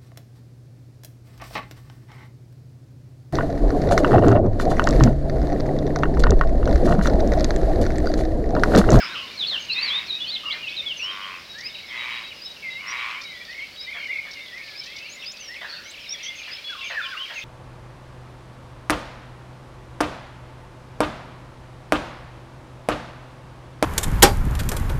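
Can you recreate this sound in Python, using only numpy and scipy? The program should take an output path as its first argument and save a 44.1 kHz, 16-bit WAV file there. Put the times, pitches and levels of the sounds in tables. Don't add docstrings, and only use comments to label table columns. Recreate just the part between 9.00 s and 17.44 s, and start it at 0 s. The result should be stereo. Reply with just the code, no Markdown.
import sys
import numpy as np
from scipy import signal
from scipy.fft import rfft, irfft
from scipy.io import wavfile
from scipy.ndimage import uniform_filter1d, map_coordinates

SR = 44100
rng = np.random.default_rng(int(sys.argv[2]) if len(sys.argv) > 2 else 0)


def waveform_to_disk(signal):
    frames = np.transpose(np.atleast_2d(signal))
    scaled = np.clip(frames, -1, 1) * 32767
    samples = np.round(scaled).astype(np.int16)
    wavfile.write(sys.argv[1], SR, samples)


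N = 372204
TIME = np.arange(N) / SR

# frequency in Hz, relative level in dB.
RUMBLE_COLOUR = [(45, -9), (200, -1.5), (500, -5.5), (1500, -14)]
HISS_COLOUR = [(50, 4), (650, 0), (4000, -18), (16000, -16.5)]
CHORUS_COLOUR = [(900, -13.5), (2200, -4.5), (5000, -5), (6000, -14), (8000, -26)]
# time in seconds, gain in dB.
CHORUS_RIDE = [(0, -33.5), (2.4, -37), (6.4, -38.5), (7.8, -36)]
# start and length in seconds, pitch in Hz, level in dB.
FAR_WHISTLES = [(7.64, 0.077, 3374, -38), (7.807, 0.052, 2697, -39)]
# time in seconds, pitch in Hz, level in dB.
LONG_FALL = [(4.92, 3510, -43), (5.26, 2280, -45.5), (5.8, 1620, -52)]

PIP_CUES = [2.487, 2.733, 2.966, 3.103, 3.23, 3.451, 3.70, 3.956, 4.242, 4.76]
HIGH_BUZZ_CUES = [0.593, 7.35, 7.836, 8.34]
DOUBLE_SNAP_CUES = [2.583, 4.212, 5.31, 5.837, 5.961]
# start and length in seconds, centre and width in Hz, level in dB.
BUZZES_AND_CHACK_TAIL = [(0, 0.1, 5060, 450, -38), (0.146, 0.087, 2870, 646, -34),
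                         (1.433, 0.096, 1180, 243, -43.5), (5.604, 0.44, 4300, 1540, -49.5),
                         (6.683, 0.14, 4430, 353, -42), (6.668, 0.23, 1590, 510, -47),
                         (7.226, 0.072, 5900, 656, -40.5)]
# start in seconds, level in dB.
CHACKS = [(.51, -41.5), (1.52, -43), (4.939, -41.5), (5.244, -47), (6.609, -37), (7.469, -45), (7.895, -36),
          (8.289, -40.5)]
STEEP_CHIRPS = [(2.745, -42), (2.782, -46), (3.304, -41), (4.528, -44), (4.6, -45), (5.672, -43),
                (6.078, -47), (6.221, -43.5), (6.55, -40.5)]
SOFT_RISES = [(4.478, -40), (5.51, -42), (5.85, -47), (6.485, -40.5)]
# start in seconds, top pitch in Hz, level in dB.
CHIPS = [(2.635, 5110, -36), (3.416, 5230, -36), (3.866, 5720, -38), (4.791, 5160, -40.5),
         (5.755, 5230, -40), (6.256, 5140, -35), (7.087, 5670, -34), (7.507, 5160, -35)]
# start and length in seconds, middle pitch in Hz, level in dB.
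SLURS = [(0.423, 0.029, 3060, -29.5), (1.858, 0.075, 3210, -30), (7.815, 0.067, 3340, -37),
         (8.013, 0.062, 3380, -36), (8.354, 0.043, 2590, -36)]
SAGS = [(0.684, 0.043, 2726, -29.5), (1.492, 0.059, 2153, -35), (1.619, 0.085, 2650, -34.5),
        (1.764, 0.049, 3740, -29), (1.964, .11, 5640, -42.5), (4.22, 0.22, 2025, -43),
        (6.391, 0.15, 5600, -44), (7.121, 0.047, 3410, -40)]
RISES = [(0.754, 0.072, 2620, -31), (0.891, 0.11, 3567, -24.5), (1.204, 0.0293, 3430, -26.5),
         (1.27, 0.037, 4440, -31), (1.988, .13, 2967, -31), (4.137, 0.084, 2296, -36),
         (4.588, 0.062, 2210, -37), (6.092, 0.071, 6700, -46), (6.834, 0.067, 6000, -48),
         (7.26, 0.039, 3350, -36.5), (8.165, 0.094, 3065, -33)]
FLICKS = [(1.669, .03, 3270, -35.5), (2.536, 0.17, 2117, -43.5), (6.31, .016, 6070, -40),
          (6.895, 0.022, 7000, -47)]
SCOOPS = [(3.619, .2, 2049, -32.5)]
FLUTINGS = [(-.02, 0.061, 1602, -31), (0.118, 0.056, 1430, -39.5), (7.694, 0.067, 1466, -37.5),
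            (7.944, .078, 1705, -28), (8.105, 0.057, 1476, -35.5)]
# sweep in octaves and lift of both ends in octaves, for a 0.1 s syllable,
# then the power by which both grow with length.
SLUR_GLIDE, SAG_GLIDE, RISE_GLIDE = (-0.41, -0.095, 0), (-0.26, 0.057, 0.253), (0.291, -0.0624, 1)
FLICK_GLIDE, SCOOP_GLIDE = (0.86, 0.066, 0.25), (0.014, 0.15, 0)
DROOP_GLIDE, STEEP_GLIDE = (-0.611, -0.124, 0), (-0.62, 0.026, 0)
# start, length and entry time in seconds, swings per second,
# base pitch in Hz, level in dB.
SHAKES = [(4.865, 0.21, .043, 35, 2150, -33.5), (5.082, 0.123, .042, 36, 2140, -27)]

# start and length in seconds, level in dB.
LOW_RASPS = [(-.15, 0.55, -50), (1.99, 0.46, -37.5), (3.78, 0.48, -36.5)]
HIGH_RASPS = [(-.15, 0.33, -33), (.73, 0.35, -32), (2.87, 0.43, -32), (3.83, 0.39, -31.5)]
# centre and width in Hz, gain in dB.
LOW_THROAT = [(1095, 145, 6.5), (1465, 220, 1), (2160, 710, 0.5)]
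HIGH_THROAT = [(1083, 290, -0.8), (2263, 950, 3), (2840, 850, -6.5)]
CHACK_THROAT = [(580, 165, 0), (1170, 830, -0.5), (1744, 255, 10.5), (2870, 600, -2.5)]
# time in seconds, pitch in Hz, level in dB.
WARBLES = [
    [(.375, 4380, -39), (.418, 3550, -23), (.456, 3330, -32.5), (.476, 4510, -28.5), (.57, 2677, -27.5),
     (.596, 3160, -38)],
    [(.696, 3890, -36), (.724, 4160, -27), (.738, 4520, -28)],
    [(.74, 3640, -36), (.772, 3730, -32), (.836, 4680, -30.5), (.905, 3720, -26)],
    [(1.078, 4320, -35), (1.116, 3758, -24.5), (1.16, 3810, -24)],
    [(1.242, 2890, -29), (1.292, 3330, -36.5), (1.33, 4240, -27.5), (1.354, 3850, -30),
     (1.372, 2900, -30.5)],
    [(1.455, 2804, -31), (1.475, 2900, -30.5), (1.497, 2675, -26), (1.52, 3690, -31.5),
     (1.531, 4340, -22.5)],
]

WOOD_T60_S = 0.48


def from_db(db):
    return 10 ** (np.asarray(db) / 20)


def rms_one(x):
    return x / np.sqrt(np.mean(x ** 2) + 1e-20)


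def add(out, s, sound):
    i = int(s * SR)
    sound = sound[max(-i, 0):max(N - i, 0)]
    out[max(i, 0):max(i, 0) + len(sound)] += sound


def band(x, hz, width_hz, order=2):
    low = np.hypot(hz, width_hz / 2) - width_hz / 2
    return signal.sosfilt(signal.butter(order, [low, low + width_hz], "band", fs=SR, output="sos"), x)


def drift(rate):
    return rms_one(np.interp(TIME * rate, np.arange(N // 16), rng.standard_normal(N // 16)))


def swell(u, edge, onset=1):
    return np.sin(np.pi / 2 * np.clip(np.minimum(u * onset, 1 - u) / edge, 0, 1))


def coloured(spectrum):
    hz, db = np.transpose(spectrum)
    f = np.arange(1, N // 2 + 2) * SR / N
    gain = from_db(np.interp(np.log(f), np.log(hz), db))
    roll_off = np.minimum(f / hz[0], 1) ** 2 * np.minimum(hz[-1] / f, 1) ** 2
    return rms_one(irfft(rfft(rng.standard_normal(N)) * gain * roll_off, N))


def whistle(hz, level):
    return np.sqrt(2) * level * np.sin(2 * np.pi * np.cumsum(hz) / SR)


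def note(length, start_hz, middle_hz, end_hz, db, edge=0.37):
    u = np.linspace(0, 1, max(int(length * SR), 2))
    bow = 2 * (2 * middle_hz - start_hz - end_hz)
    hz = start_hz + (end_hz - start_hz) * u + bow * u * (1 - u)
    return whistle(hz, from_db(db) * swell(u, edge))


def syllable(glide, length, hz, db):
    sweep, bow, growth = glide
    octaves = (length / .1) ** growth * np.array([bow - sweep / 2, 0, bow + sweep / 2])
    return note(length, *hz * 2 ** octaves, db, edge=0.13)


def phrase(curve, round_s=0.0036):
    s, hz, db = np.transpose(curve)
    t = np.arange(s[0], s[-1], 1 / SR)
    pitch = uniform_filter1d(np.interp(t, s, hz), int(round_s * SR), mode="nearest")
    level = from_db(np.interp(t, s, db)) * swell(np.linspace(0, 1, len(t)), edge=.04)
    return whistle(pitch, level)


def leaves(x, cut_hz=2970):
    return signal.sosfilt(signal.butter(2, cut_hz, fs=SR, output="sos"), x)


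def wood(x, t60_s=WOOD_T60_S, predelay_s=0):
    t = TIME[:SR]
    echoes = rng.standard_normal(SR) * (rng.random(SR) < .03)
    echoes *= from_db(-60 * t / t60_s) * (t > predelay_s)
    return signal.fftconvolve(x, echoes / np.linalg.norm(echoes))[:N]


def air_bed():
    rumble = from_db(-50 - 2.84 * TIME) * coloured(RUMBLE_COLOUR)
    hum = from_db(-61.5) * rms_one(band(rng.standard_normal(N), hz=572, width_hz=81))
    hiss = from_db(-54) * coloured(HISS_COLOUR)
    return rumble + hum + hiss


def far_chorus(count=520, low_hz=2101, high_hz=5595, shortest_s=0.01375, longest_s=0.075, slide=0.3):
    notes = np.zeros(N)
    for when, pitch, span, first, last, distance in rng.random((count, 6)):
        hz = low_hz * (high_hz / low_hz) ** pitch
        length = shortest_s * (longest_s / shortest_s) ** span
        start_hz, end_hz = hz * np.exp(slide * (first - .5)), hz * np.exp(slide * (last - .5))
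        add(notes, when * N / SR, note(length, start_hz, hz, end_hz, -10 * distance))
    twitter = from_db(-8.5) * rms_one(leaves(notes))
    tail = from_db(-1) * wood(twitter)
    wash = from_db(-8.5) * coloured(CHORUS_COLOUR)
    return (twitter + tail + wash) * from_db(np.interp(TIME, *np.transpose(CHORUS_RIDE)))


def far_singers(chatter_from_s=6.915, chatter_per_s=15, chatter_hz=2750):
    out = np.zeros(N)
    for s, length, hz, db in FAR_WHISTLES:
        add(out, s, note(length, hz, hz, hz, db, edge=0.094))
    for s in np.arange(chatter_from_s, N / SR, 1 / chatter_per_s):
        late, pitch, stretch = rng.uniform(-1, 1, 3)
        chirp = syllable(STEEP_GLIDE, .026 * (1 + stretch / 2), chatter_hz * 2 ** (.35 * pitch), db=-42)
        add(out, s + late / 2 / chatter_per_s, chirp)
    out += from_db(-1.5) * wood(out)
    add(out, LONG_FALL[0][0], phrase(LONG_FALL))
    return out


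def tickers(per_s=9, tick_s=.007, centre_hz=4000):
    out = np.zeros(N)
    for when, pitch, distance in rng.random((int(per_s * N / SR), 3)):
        hz = centre_hz * 2 ** ((pitch - .5) / 2)
        tick = note(tick_s, hz * np.sqrt(2), hz, hz / np.sqrt(2), db=-40 - 10 * distance)
        add(out, when * N / SR, tick)
    return out


def pipper(hz=3830, fall=.008):
    out = np.zeros(N)
    for s, (strength, stretch) in zip(PIP_CUES, rng.uniform(-1.1, 1, (len(PIP_CUES), 2))):
        length = .055 * 2 ** (stretch / 2)
        add(out, s, note(length, hz * (1 + fall), hz, hz * (1 - fall), db=-40 + 2.5 * strength))
    return out + .5 * wood(out, t60_s=.2, predelay_s=.03)


def hoarse(length, throat, db, fall=0, flutter_hz=190):
    t = TIME[:int(length * SR)]
    breath = rng.standard_normal(len(t)) * (1 + 0.23 * np.sin(2 * np.pi * flutter_hz * t))
    voice = sum(from_db(gain_db) * band(breath, hz, width, order=3) for hz, width, gain_db in throat)
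    bent = map_coordinates(voice, [SR * t * (1 + fall / 2 * (1 - t / length))])
    return from_db(db) * rms_one(bent * swell(t / length, 0.71, onset=5))


def scolders(snap_gap_s=.022):
    out = np.zeros(N)
    for s, length, hz, width_hz, db in BUZZES_AND_CHACK_TAIL:
        add(out, s, hoarse(length, [(hz, width_hz, 0)], db))
    for s in HIGH_BUZZ_CUES:
        add(out, s, hoarse(0.096, throat=[(6410, 350, 0)], db=-50.5))
    for s, db in CHACKS:
        add(out, s, hoarse(.075, CHACK_THROAT, db, fall=0.277))
    for s in DOUBLE_SNAP_CUES:
        for start in (s, s + snap_gap_s):
            add(out, start, hoarse(0.015, throat=[(4700, 1900, 0)], db=-41.5))
    return out


def shake(length, entry, rate, hz, db, swing=.2, scoop=0.1215, top_loss_db=22):
    t = TIME[:int(length * SR)]
    top = (1 - abs(np.sin(np.pi * rate * (t - entry)))) * (t > entry - .5 / rate)
    pitch = hz * (1 + swing * top - scoop * np.maximum(1 - t / entry, 0) ** 2)
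    envelope = np.minimum(t / entry + 0.21, 1) * swell(t / length, 0.023)
    return whistle(pitch, from_db(db - top_loss_db * top ** 2) * envelope)


def whistlers(ring_hz=1080):
    out = np.zeros(N)
    for glide, rows in ((SLUR_GLIDE, SLURS), (SAG_GLIDE, SAGS), (RISE_GLIDE, RISES),
                        (FLICK_GLIDE, FLICKS), (DROOP_GLIDE, FLUTINGS), (SCOOP_GLIDE, SCOOPS)):
        for s, length, hz, db in rows:
            add(out, s, syllable(glide, length, hz, db))
    for s, length, _, _ in FLUTINGS:
        add(out, s + length, note(0.099, ring_hz, ring_hz, ring_hz, db=-48))
    for s, hz, db in CHIPS:
        add(out, s, note(0.0568, hz * .89, hz * .985, hz, db, edge=0.2))
    for s, *shape in SHAKES:
        add(out, s, shake(*shape))
    for s, db in STEEP_CHIRPS:
        add(out, s, syllable(STEEP_GLIDE, length=.028, hz=2600, db=db))
    for s, db in SOFT_RISES:
        add(out, s, syllable(RISE_GLIDE, length=0.12, hz=2090, db=db))
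    return out


def rasper(calls, throat, pulse_hz, breath, open_share, tone, tone_hz, tone_glide):
    out, white = np.zeros(N), rng.standard_normal((len(calls), SR))
    for (s, length, db), air in zip(calls, white):
        u = np.linspace(0, 1, int(length * SR))
        slack = 0.22 * u ** 4
        turns = np.cumsum(pulse_hz * (1 - slack + 0.02426 * drift(pulse_hz)[:len(u)])) / SR
        cycle = turns % 1
        opening = swell(cycle / open_share, 0.1)
        snaps = rms_one(1. * (np.diff(cycle, prepend=0) < 0))
        source = snaps + breath * rms_one(air[:len(u)] * opening)
        voice = rms_one(sum(from_db(gain_db) * band(source, hz, width) for hz, width, gain_db in throat))
        pitch = tone_hz * (1 + tone_glide * (u - .5))
        pulse_phase = air[turns.astype(int)]
        scraps = rms_one(opening * np.sin(2 * np.pi * pitch * cycle / pulse_hz + pulse_phase))
        add(out, s, from_db(db) * swell(u, 0.42) * rms_one(voice + tone * (1 - u) * scraps))
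    return out


def waver(song, jitter_s=2.8e-5, flutter_db=2.46):
    return np.interp(TIME + jitter_s * drift(170), TIME, song) * from_db(flutter_db * drift(90))


def warbler(bounce_s=.0035, bounce_db=-6):
    out = np.zeros(N)
    for curve in WARBLES:
        s, warble = curve[0][0], phrase(curve)
        add(out, s, warble)
        add(out, s + bounce_s, from_db(bounce_db) * warble)
    return out


def scene():
    songs = waver(warbler() + whistlers()) + scolders() + pipper() + tickers()
    rasps = rasper(LOW_RASPS, LOW_THROAT, pulse_hz=98.6, breath=0.12, open_share=0.32,
                   tone=0.14, tone_hz=1125, tone_glide=-0.046)
    rasps += rasper(HIGH_RASPS, HIGH_THROAT, pulse_hz=123.36, breath=1.5, open_share=0.562,
                    tone=1.63, tone_hz=2356, tone_glide=0.3)
    branches = wood(from_db(-7.5) * songs + from_db(-9) * rasps, t60_s=0.06, predelay_s=.003)
    tail = from_db(-5.5) * wood(leaves(songs + from_db(-2.5) * rasps), predelay_s=0.017)
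    backdrop = far_chorus() + air_bed() + far_singers()
    return (songs + rasps + branches + tail + backdrop) * from_db([[-1.45], [1.25]])


def record(dry, cutoff_hz=15800):
    return signal.sosfilt(signal.ellip(10, .1, 70, cutoff_hz, fs=SR, output="sos"), dry)


dry = scene()
out = record(dry)
waveform_to_disk(out)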